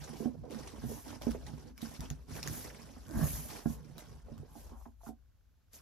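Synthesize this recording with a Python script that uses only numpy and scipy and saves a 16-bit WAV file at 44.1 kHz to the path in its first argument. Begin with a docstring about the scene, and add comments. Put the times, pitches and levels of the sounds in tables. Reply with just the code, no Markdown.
"""In a bedroom, hands rummage in kraft paper inside a cardboard box, close to a small stereo microphone.
Paper crinkles and snaps as clumps of tiny cracks; sliding sheets hiss as noise that swells and dies away.
A lifted flap groans and grinds, stiff paper scrapes, and blows ring the resonances of the hollow box.
The handling stops for half a second, then the paper stirs again over a low rumble and faint ticking."""
import sys
import numpy as np
from scipy import signal
from scipy.fft import rfft, irfft
from scipy.io import wavfile
from scipy.ndimage import uniform_filter1d

SR = 44100
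rng = np.random.default_rng(int(sys.argv[2]) if len(sys.argv) > 2 else 0)


def wav_out(sig):
    """Save sig, one row per channel (or a flat mono array), as 16-bit PCM at SR to the path in sys.argv[1]."""
    wavfile.write(sys.argv[1], SR, np.round(np.clip(np.atleast_2d(sig).T, -1, 1) * 32767).astype(np.int16))


N = 256220
TIME, HZ = np.arange(N) / SR, np.fft.rfftfreq(N, 1 / SR)
RELEASE_S = 0.034  # how quickly a hand lets go

# All levels in the tables are relative; the functions add their own trims.
# a hand shoves the paper against the box: (start t/s, length/s, crinkling/dB, wall drumming/dB, dry rasp/dB)
HAND_SHOVES = [(0, 0.11, -51.5, -50.5, -60), (.12, 0.14, -55, -50, -49), (.29, 0.31, -70.5, -42, -61),
               (.505, 0.31, -52, -46, -47), (.82, 0.16, -58, -42.5, -47.5), (1.055, 0.097, -52, -43, -46.5),
               (1.215, 0.13, -51, -43, -52), (1.39, 0.091, -61.5, -47, -54),
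               (1.46, 0.23, -59, -45.5, -51.5), (1.775, 0.0086, -58.5, -51, -55),
               (1.812, 0.15, -50.5, -54.5, -56), (2, 0.065, -52.5, -48, -49.5), (2.1, 0.19, -66, -57, -60),
               (2.295, 0.084, -50, -44, -50.5), (2.425, 0.27, -49.5, -45, -48.5),
               (2.72, 0.346, -55, -49, -55), (3.14, 0.65, -60, -43, -45.5), (3.49, 0.095, -48.5, -46, -47),
               (3.67, 0.13, -65, -45.5, -54.5), (3.83, 0.14, -64.5, -53.5, -60),
               (3.972, 0.045, -56, -80, -51), (4.04, 0.15, -62, -54, -56.5), (4.25, 0.29, -68, -51, -56.5),
               (4.55, 0.18, -67, -51, -54), (5.728, 0.094, -62.5, -81, -86)]
# colour of paper sliding on paper, and of cracking fibres: (f/Hz, level/dB)
SLIDE_COLOUR = [(4000, -7.5), (6500, 0.5), (8600, 1), (11800, 0.5), (13000, -9), (14500, -12), (16000, -74)]


def amp(db):
    """Turns decibels into a gain."""
    return 10 ** (np.asarray(db) / 20)


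def evened(x):
    """Scales a sound to an rms of 1."""
    return x / np.sqrt(np.mean(x ** 2) + 1e-20)


def read(points, hz):
    """Reads a table between its points, on a log-frequency axis."""
    f, value = np.transpose(points)
    return np.interp(np.log(hz + 1), np.log(f + 1), value)


def add(mix, s, sound):
    """Mixes a sound in at time s."""
    part = mix[..., max(round(s * SR), 0):][..., :sound.shape[-1]]
    part += sound[..., :part.shape[-1]]


def blend(pair):
    """Makes two unrelated channels as alike as scattered sound is at the two microphone ports."""
    # likeness of the two ports: (f/Hz, likeness 0-1)
    likeness = [(50, .8), (200, .65), (500, .5), (1200, .75), (2500, .4), (6500, .3), (8400, .99),
                (9700, .99), (11000, .8), (13000, .99)]
    a, b = rfft(pair)
    same = np.clip(read(likeness, HZ), 0, 1)
    return irfft(np.array([a, same * a + np.sqrt(1 - same ** 2) * b]), N)


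def noise(colour, patchy_db=0, size=256):
    """Coloured stereo noise of rms 1; resonances come and go in patches as the surface bends."""
    hz, _, z = signal.stft(rng.standard_normal((2, N)), SR, nperseg=size)
    patches = rng.standard_normal(z.shape[1:])
    for axis in (0, 1):
        patches = uniform_filter1d(patches, size=5, axis=axis)
    patchy = signal.istft(z * amp(patchy_db * evened(patches)), nperseg=size)[1][:, :N]
    coloured = irfft(rfft(patchy) * amp(read(colour, HZ)), N)
    return evened(blend(coloured))


def slips(per_s, spread_db, length, steady):
    """Envelope of many uneven small slips, each a sudden start and quick decay, over steady friction."""
    strength = amp(spread_db * np.minimum(rng.exponential(1, N), 4))
    size = strength * (rng.random(N) < per_s / SR)
    power = signal.lfilter([1], [1, -np.exp(-2 / (length * SR))], size ** 2)
    # the hand's work is shared among the slips
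    power /= uniform_filter1d(power, size=6000) + power.mean() / 10
    return evened(np.sqrt(abs(power) + steady))


def pushes(rows):
    """Gain curve for each dB column: a light brush, a quick grab, a sagging hold and a release."""
    brush_s, brush_db = 0.013, -5  # the hand brushes the paper just before it takes hold
    grab_s, sag_db_per_s = 0.013, -23
    power = 0
    for s, length, *db in rows:
        t = TIME - s
        brush = amp(brush_db) * np.exp(np.minimum(t, 0) / brush_s)
        hold = np.maximum(brush, np.clip(t / grab_s, 0, 1))
        sag = amp(sag_db_per_s * np.clip(t, 0, length))
        release = np.exp(-np.maximum(t - length, 0) / RELEASE_S)
        power = power + (amp(db)[:, None] * hold * sag * release) ** 2
    return np.sqrt(power)


def swells(rows, roundness=1.66):
    """Gain curve of movements that speed up to a peak and slow down again."""
    total = 0
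    for s, rise, fall, db in rows:
        side = np.where(TIME < s, rise, fall)
        total = total + amp(db) * np.exp(-abs((TIME - s) / side) ** roundness)
    return total


def bursts(rows, rise_s=.002, fade_s=.024):
    """Gain curve of folds that give way at once and settle."""
    total = 0
    for s, db in rows:
        t = np.maximum(TIME - s, 0)
        total = total + amp(db) * np.minimum(t / rise_s, 1) * np.exp(-np.minimum(t, 1) / fade_s)
    return total


def resonate(x, hz, width):
    """A steep resonance, width in Hz, that follows the pitch curve hz; its output has rms 1."""
    turn = np.exp(2j * np.pi * np.cumsum(hz) / SR)
    r = np.exp(-np.pi * abs(width) / SR)
    # shift the pitch down to zero, smooth, then shift back up
    smooth = signal.lfilter([(1 - r) ** 2], [1, -2 * r, r * r], x / turn)
    return evened((turn * smooth).real)


def background(quiet_db=-66, tick_db=-76, tick_hz=1500, ticks_per_s=18):
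    """Low rumble and hiss of the quiet room, with a faint ticking whose pace wanders."""
    # colour of the quiet room: (f/Hz, level/dB)
    quiet_colour = [(20, -8), (45, -1.5), (90, -5.5), (150, -17.5), (400, -31), (2500, -40.5), (12000, -43),
                    (16000, -56)]
    pace = np.repeat(rng.uniform(.1, 1.9, N // 2048 + 1), 2048)[:N]
    count = np.floor(np.cumsum(ticks_per_s * pace) / SR)
    tick = signal.windows.hann(260) * np.sin(2 * np.pi * tick_hz * TIME[:260])
    ticking = signal.fftconvolve(np.diff(count, prepend=0), tick)[:N]
    return amp(quiet_db) * noise(quiet_colour) + amp(tick_db) * ticking


def bedroom(x):
    """A short, soft tail of sparse reflections; the treble dies first."""
    # time for the room to fade by 60 dB: (f/Hz, fade/s)
    room_fade = [(100, 0.21), (14000, 0.069)]
    hits = rng.random((2, SR // 2)) < 3000 / SR
    echoes = rng.choice([-1., 1.], (2, SR // 2)) * hits
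    echoes[:, :SR // 200] = 0  # nothing returns in the first 5 ms
    hz, t, z = signal.stft(echoes, SR, nperseg=256)
    tail = signal.istft(z * amp(-60 * t / read(room_fade, hz)[:, None]), SR, nperseg=256)[1]
    tail = tail / np.linalg.norm(tail[0])
    return blend(signal.fftconvolve(x[:1], tail, axes=1)[:, :N])


def panels():
    """Large panels bend under the weight of an arm, and flex faintly, less once the box is let go."""
    # an arm leans on the box: (start t/s, length/s, level/dB)
    lean_table = [(1.27, 0.27, -46), (2, 0.29, -47.5), (3.15, 0.07, -32.5), (3.69, 0.045, -46),
                  (4.14, 0.26, -53), (4.64, 0.09, -44)]
    # colour of the bending panels: (f/Hz, level/dB)
    panel_colour = [(25, -17), (38, -1), (50, 3), (62, 0), (80, -13), (200, -42), (600, -80)]
    held_until_s, held_db, resting_db = 5.27, -57.5, -68.5
    faint_db = np.interp(TIME, [held_until_s - RELEASE_S, held_until_s], [held_db, resting_db])
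    return np.hypot(pushes(lean_table)[0], amp(faint_db)) * noise(panel_colour)


def cardboard(drum_db=-2.0, rasp_db=-1.0):
    """Sticking and slipping paper drums on the box walls and rasps on their face."""
    # colours of drumming and rasping: (f/Hz, level/dB)
    drum_colour = [(60, -7.5), (115, 0), (155, 1), (195, -5), (260, -1.5), (340, -16), (500, -18.5),
                   (1500, -74)]
    rasp_colour = [(150, -31), (400, 1.5), (700, -1.5), (1000, -1.5), (1300, -12.5), (1600, -9),
                   (2200, -21.5), (5000, -8)]
    _, drumming, rasping = pushes(HAND_SHOVES)
    drum_slips = slips(per_s=78, spread_db=2.0, length=0.028, steady=0.56)
    drum = amp(drum_db) * drumming * drum_slips * noise(drum_colour, patchy_db=5, size=2048)
    rasp_slips = slips(per_s=290, spread_db=3.5, length=0.015, steady=0.17)
    rasp = amp(rasp_db) * rasping * rasp_slips * noise(rasp_colour, patchy_db=3.5, size=1024)
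    # soft board swallows the treble
    return signal.sosfilt(signal.butter(2, 2800, fs=SR, output="sos"), drum + rasp)


def blows(rows, level_db, octaves, rise_s, rattle_db, rattle_s, sustain=1):
    """Each blow rings the box modes near its own pitch; loose contents answer with small later bumps."""
    # resonances of the box: (f/Hz, level/dB, time to fade by 60 dB/s, before sustain stretches it)
    box_modes = [(50, -1, 0.2), (147, -2, 0.055), (230.7, -5.5, 0.072), (263, -3.5, 0.028),
                 (417, 2.5, 0.029), (544, -4.5, 0.051), (698, 4, 0.052), (826, 5.5, 0.024),
                 (1069, -17, 0.02), (1310, -7, 0.037), (1560, 2, 0.029)]
    t, out = TIME[:SR // 3], np.zeros(N)
    mode_hz, mode_db, t60 = np.transpose(box_modes)[:, :, None]
    for s, db, hz in rows:
        held_hz = mode_hz * rng.uniform(.93, 1.07, mode_hz.shape)  # the grip of the hands detunes the walls
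        reach = 1 / (1 + (np.log2(mode_hz / hz) / octaves) ** 2)
        fade = amp(mode_db - 60 * t / (t60 * sustain))
        modes = reach * fade * np.sin(2 * np.pi * held_hz * (t - rise_s))
        ring = modes.sum(0) * (1 - np.exp(-(t / rise_s) ** 2))
        hits = rng.random(len(t)) < 900 / SR
        bumps = rng.standard_normal(len(t)) * hits * np.exp(-t / rattle_s) * t
        rattle = evened(signal.fftconvolve(ring, bumps)[:len(t)]) * ring.std()
        # the rattle grows half as fast in dB as the blow
        both = amp(db + level_db) * ring + amp(db / 2 + rattle_db) * rattle
        add(out, s, both / abs(ring).max())
    return out


def knocks():
    """Hands and contents knock on the walls and ring the hollow box."""
    # knocks on the box: (t/s, level/dB, pitch of the blow f/Hz)
    knock_table = [(.097, -38.5, 193), (.204, -31.5, 247), (.255, -23.5, 250), (.735, -41, 267),
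                   (.78, -41, 277), (.836, -34, 274), (.887, -39, 220), (.944, -46, 192), (1.267, -23, 230),
                   (1.284, -33, 234), (1.346, -32, 343), (1.357, -40.5, 240), (1.5, -40, 162),
                   (1.535, -33.5, 135), (1.826, -31.5, 218), (1.992, -33.5, 132), (2.108, -31, 109),
                   (3.336, -33.5, 68), (3.657, -20.5, 190), (3.7, -34, 129), (3.849, -49, 242),
                   (3.96, -50, 327), (4.317, -38, 176), (4.396, -41, 156), (4.56, -45.5, 217),
                   (4.717, -46, 272), (4.861, -47.5, 267), (5.067, -43, 217), (5.089, -39, 256)]
    return blows(knock_table, level_db=1.5, octaves=0.34, rise_s=0.003584, rattle_db=-24, rattle_s=0.0074)


def taps():
    """Fingertips tap a flap; a free flap rings longer than a held wall."""
    # taps on the flap: (t/s, level/dB, pitch of the blow f/Hz)
    tap_table = [(3.657, -36, 1020), (4.554, -47.5, 890), (4.86, -50, 900), (5.034, -47.5, 710),
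                 (5.068, -47, 850), (5.089, -44.5, 694)]
    return blows(tap_table, level_db=0, octaves=0.18, rise_s=0.00056, rattle_db=-38, rattle_s=0.0009,
                 sustain=2.5)


def scrapes(width=0.46, glide_octaves=-0.21, rise_s=0.0009, fade_s=0.0069):
    """Stiff paper catches and judders: slips excite a patch of board whose pitch sinks during each scrape."""
    # scrapes on the cardboard: (start t/s, length/s, level/dB, middle pitch f/Hz)
    scrape_table = [(0.035, 0.024, -56, 527), (0.13, 0.011, -45.5, 375), (0.198, 0.044, -46, 412),
                    (0.251, 0.035, -50, 560), (0.341, 0.014, -52.5, 533), (0.436, 0.044, -49, 550),
                    (0.504, 0.028, -47, 452), (0.892, 0.031, -44.5, 450), (1.213, 0.0089, -46.5, 626),
                    (1.266, 0.015, -38.5, 520), (1.344, 0.0026, -50.5, 1100), (2.38, .005, -51.5, 1630),
                    (2.7, 0.0033, -50.5, 2200), (2.746, 0.0044, -55, 2220), (4.282, 0.012, -55, 580),
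                    (4.373, 0.004, -63.5, 940), (4.43, 0.0068, -53, 466), (4.712, 0.11, -62.5, 880),
                    (4.853, 0.01, -54.5, 890), (5.006, 0.011, -64, 870), (5.062, 0.019, -58, 1160)]
    judder = slips(per_s=300, spread_db=2.5, length=.004, steady=.5)
    grit = judder * rng.standard_normal((2, N))
    t, out = TIME[:SR // 8], np.zeros((2, N))
    for s, length, db, hz in scrape_table:
        pitch = hz * 2 ** (glide_octaves * (np.minimum(t / length, 1) - .5))
        shape = np.minimum(t / rise_s, 1) * np.exp(-np.maximum(t - length, 0) / fade_s)
        board = resonate(grit[:, round(s * SR):][:, :len(t)], pitch, width * hz)
        add(out, s, amp(db) * shape * board)
    return blend(out)


def flap(groan_db=-1, waver=0.145, stiffening_per_s=0.54):
    """A crease slips in a wavering groan; each slip grinds in resonances that climb as the fold tightens."""
    # the flap swings on its crease: (t/s, level/dB, pitch before wavering f/Hz)
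    swing_table = [(3.06, -66, 238), (3.11, -45, 287), (3.138, -48, 288), (3.15, -36, 281),
                   (3.185, -36.5, 195), (3.24, -26.5, 160), (3.285, -62, 136)]
    # resonances of the grinding crease: (f/Hz when the swing is loudest, width/Hz, level/dB)
    crease_table = [(150, 180, -21.5), (620, 240, -30.5), (1100, 380, -34.5), (1640, 330, -35.5)]
    s, db, hz = np.transpose(swing_table)
    t, out = np.arange(s[0], s[-1], 1 / SR), np.zeros((2, N))
    wobble = evened(uniform_filter1d(rng.standard_normal(N), size=200))[:len(t)]
    pitch = np.interp(t, s, hz) * (1 + waver * wobble)
    groan = evened(np.sin(2 * np.pi * np.cumsum(pitch) / SR))
    tightness = 1 + stiffening_per_s * (t - s[db.argmax()])
    force = amp(np.interp(t, s, db))
    grit = blend(rng.standard_normal((2, N)))[:, :len(t)] * np.exp(groan)
    grind = 0
    for centre, width, level in crease_table:
        grind = grind + amp(level) * resonate(grit, centre * tightness, width)
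    add(out, s[0], amp(groan_db) * force * groan + np.sqrt(force) * tightness ** 2 * grind)
    return out


def snaps(rows, colour, crack_s, after_db):
    """A crease gives way: a crack, a short shiver of the sheet, and an echo off a nearby surface."""
    t, power = TIME[:SR // 6], np.zeros(N)
    snap_db, rise_s, echo_s, echo_db, after_s = -2, .0003, .0075, -9, .016
    for s, db in rows:
        crack = amp(db) * np.exp(-t / crack_s) * (1 - np.exp(-t / rise_s))
        shiver = amp(db + after_db) * np.exp(-t / after_s)
        add(power, s, crack ** 2 + shiver ** 2)
        add(power, s + echo_s, (amp(echo_db) * crack) ** 2)
    return amp(snap_db) * np.sqrt(power) * noise(colour, patchy_db=4)


def creases():
    """Paper creases snap through with a sharp crack."""
    # snapping creases: (t/s, level/dB)
    snap_table = [(1.22, -36.5), (1.31, -41), (1.317, -39), (1.465, -41), (1.778, -43), (1.818, -37),
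                  (2.006, -33), (2.102, -34), (2.429, -29), (2.475, -25.5), (2.83, -45), (3.981, -35),
                  (3.993, -42), (4.379, -48), (5.733, -45)]
    # colour of a snap: (f/Hz, level/dB)
    snap_colour = [(400, -12), (1400, -1), (4000, -2), (5800, 2), (7000, -1), (11000, -1), (13500, -9),
                   (16000, -20)]
    return snaps(snap_table, snap_colour, crack_s=.0017, after_db=-18)


def fold_fibres():
    """Fibres crack in the fold of the flap, more briefly than a whole crease."""
    # cracking fibres: (t/s, level/dB)
    fibre_table = [(2.592, -34), (3.068, -42), (3.083, -41), (3.092, -38), (3.11, -37), (3.242, -28)]
    return snaps(fibre_table, SLIDE_COLOUR, crack_s=.0008, after_db=-28)


def crackle(sound, count=11):
    """Each crack rings one facet of the crumpled sheet, and so has a colour of its own."""
    facet_hz = 900, 11000  # the largest and the smallest facets
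    whole = rfft(sound)
    facet = np.interp(np.log(HZ + 1), np.log(facet_hz), [0, count - 1])
    total = 0
    for k in range(count):
        band = irfft(whole * np.maximum(1 - abs(facet - k), 0), N)
        total = total + band * slips(per_s=100, spread_db=3.4, length=.013, steady=.06)
    return evened(total)


def paper(slide_db=-1, shove_hiss_db=-8, slide_crinkle_db=-18, fizz_db=-44, fizz_growth=1.4):
    """Creases buckle in clumps of tiny cracks; sliding sheets add a fine hiss that brightens with speed."""
    # a sheet slides over another: (fastest at t/s, rise/s, fall/s, level/dB)
    slide_table = [(.22, 0.069, 0.044, -58.5), (.91, 0.07, 0.16, -52.5), (1.83, 0.009, 0.13, -58.5),
                   (2.37, 0.032, 0.034, -52.5), (2.56, 0.084, 0.1, -47.5), (3.28, 0.11, 0.21, -44),
                   (3.72, 0.059, 0.043, -54.5), (4.6, 0.084, 0.093, -60), (4.8, 0.038, 0.086, -68),
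                   (5.08, 0.047, 0.028, -58.5), (5.745, 0.015, 0.041, -55)]
    # a fold collapses in a burst of cracks: (t/s, level/dB)
    crumple_table = [(.036, -48.5), (.506, -49), (.544, -51), (.672, -46.5), (1.079, -47), (1.464, -50),
                     (1.877, -57), (2.295, -52.5), (2.388, -46), (2.431, -56), (2.645, -44), (3.52, -46)]
    # colours of the crinkling, and of the top of a fast slide: (f/Hz, level/dB)
    crinkle_colour = [(300, 11.5), (900, 3.5), (1600, 0.5), (3900, -3.5), (5900, 2.5), (6700, -8),
                      (8700, 2), (11000, -10.5), (16000, -98)]
    fizz_colour = [(7000, -39), (10300, -1), (12200, -10), (13800, -12), (16000, -31)]
    shoved, slid = pushes(HAND_SHOVES)[0], swells(slide_table)
    crinkling = np.hypot(shoved, amp(slide_crinkle_db) * slid)
    sliding = np.hypot(slid, amp(shove_hiss_db) * shoved)
    folds = slips(per_s=50, spread_db=1.5, length=.025, steady=.9)
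    cracks = slips(per_s=1000, spread_db=2.2, length=.0025, steady=1)
    fibres = slips(per_s=3000, spread_db=3, length=.002, steady=1)
    buckling = np.hypot(crinkling * folds, bursts(crumple_table))
    crinkle = buckling * cracks * crackle(noise(crinkle_colour))
    hiss = amp(slide_db) * sliding * noise(SLIDE_COLOUR, patchy_db=2.5)
    fizz = amp(fizz_db) * (slid / slid.max()) ** fizz_growth * noise(fizz_colour)
    return crinkle + fibres * (hiss + fizz)


def scene(room_db=-12):
    """Paper and box in the room, over its faint background."""
    box = panels() + cardboard() + knocks() + taps()
    near = box + scrapes() + flap() + creases() + fold_fibres() + paper()
    return background() + amp(room_db) * bedroom(near) + near


def record(dry):
    """The two ports hear different level and phase; then come the low cut and the band limit."""
    # how much louder the left port is: (f/Hz, left minus right level/dB)
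    tilt = [(65, 5.5), (140, -8), (260, -12.5), (400, -9.5), (700, -4), (6000, 1), (8500, 0)]
    # how far the left port leads: (f/Hz, phase/radians)
    lead = [(40, 0), (150, -1.3), (260, -1.3), (550, .9), (4500, 0), (6500, -1), (7500, -2.7), (9800, -3.2),
            (11300, -4.6), (12500, -2 * np.pi)]
    edge_hz = 15900
    half = amp(read(tilt, HZ) / 2) * np.exp(.5j * read(lead, HZ))  # each port takes half the difference
    ports = np.array([half, 1 / half])
    ports /= np.sqrt(np.mean(abs(ports) ** 2, axis=0))
    low_cut = 1 - 1 / (1 + (HZ / 33) ** 6)
    heard = irfft(rfft(dry) * ports * low_cut, N)
    band_limit = signal.firwin(511, edge_hz, window=("kaiser", 9), fs=SR)
    return signal.oaconvolve(heard, band_limit[None], "same")


dry = scene()
out = record(dry)
wav_out(out)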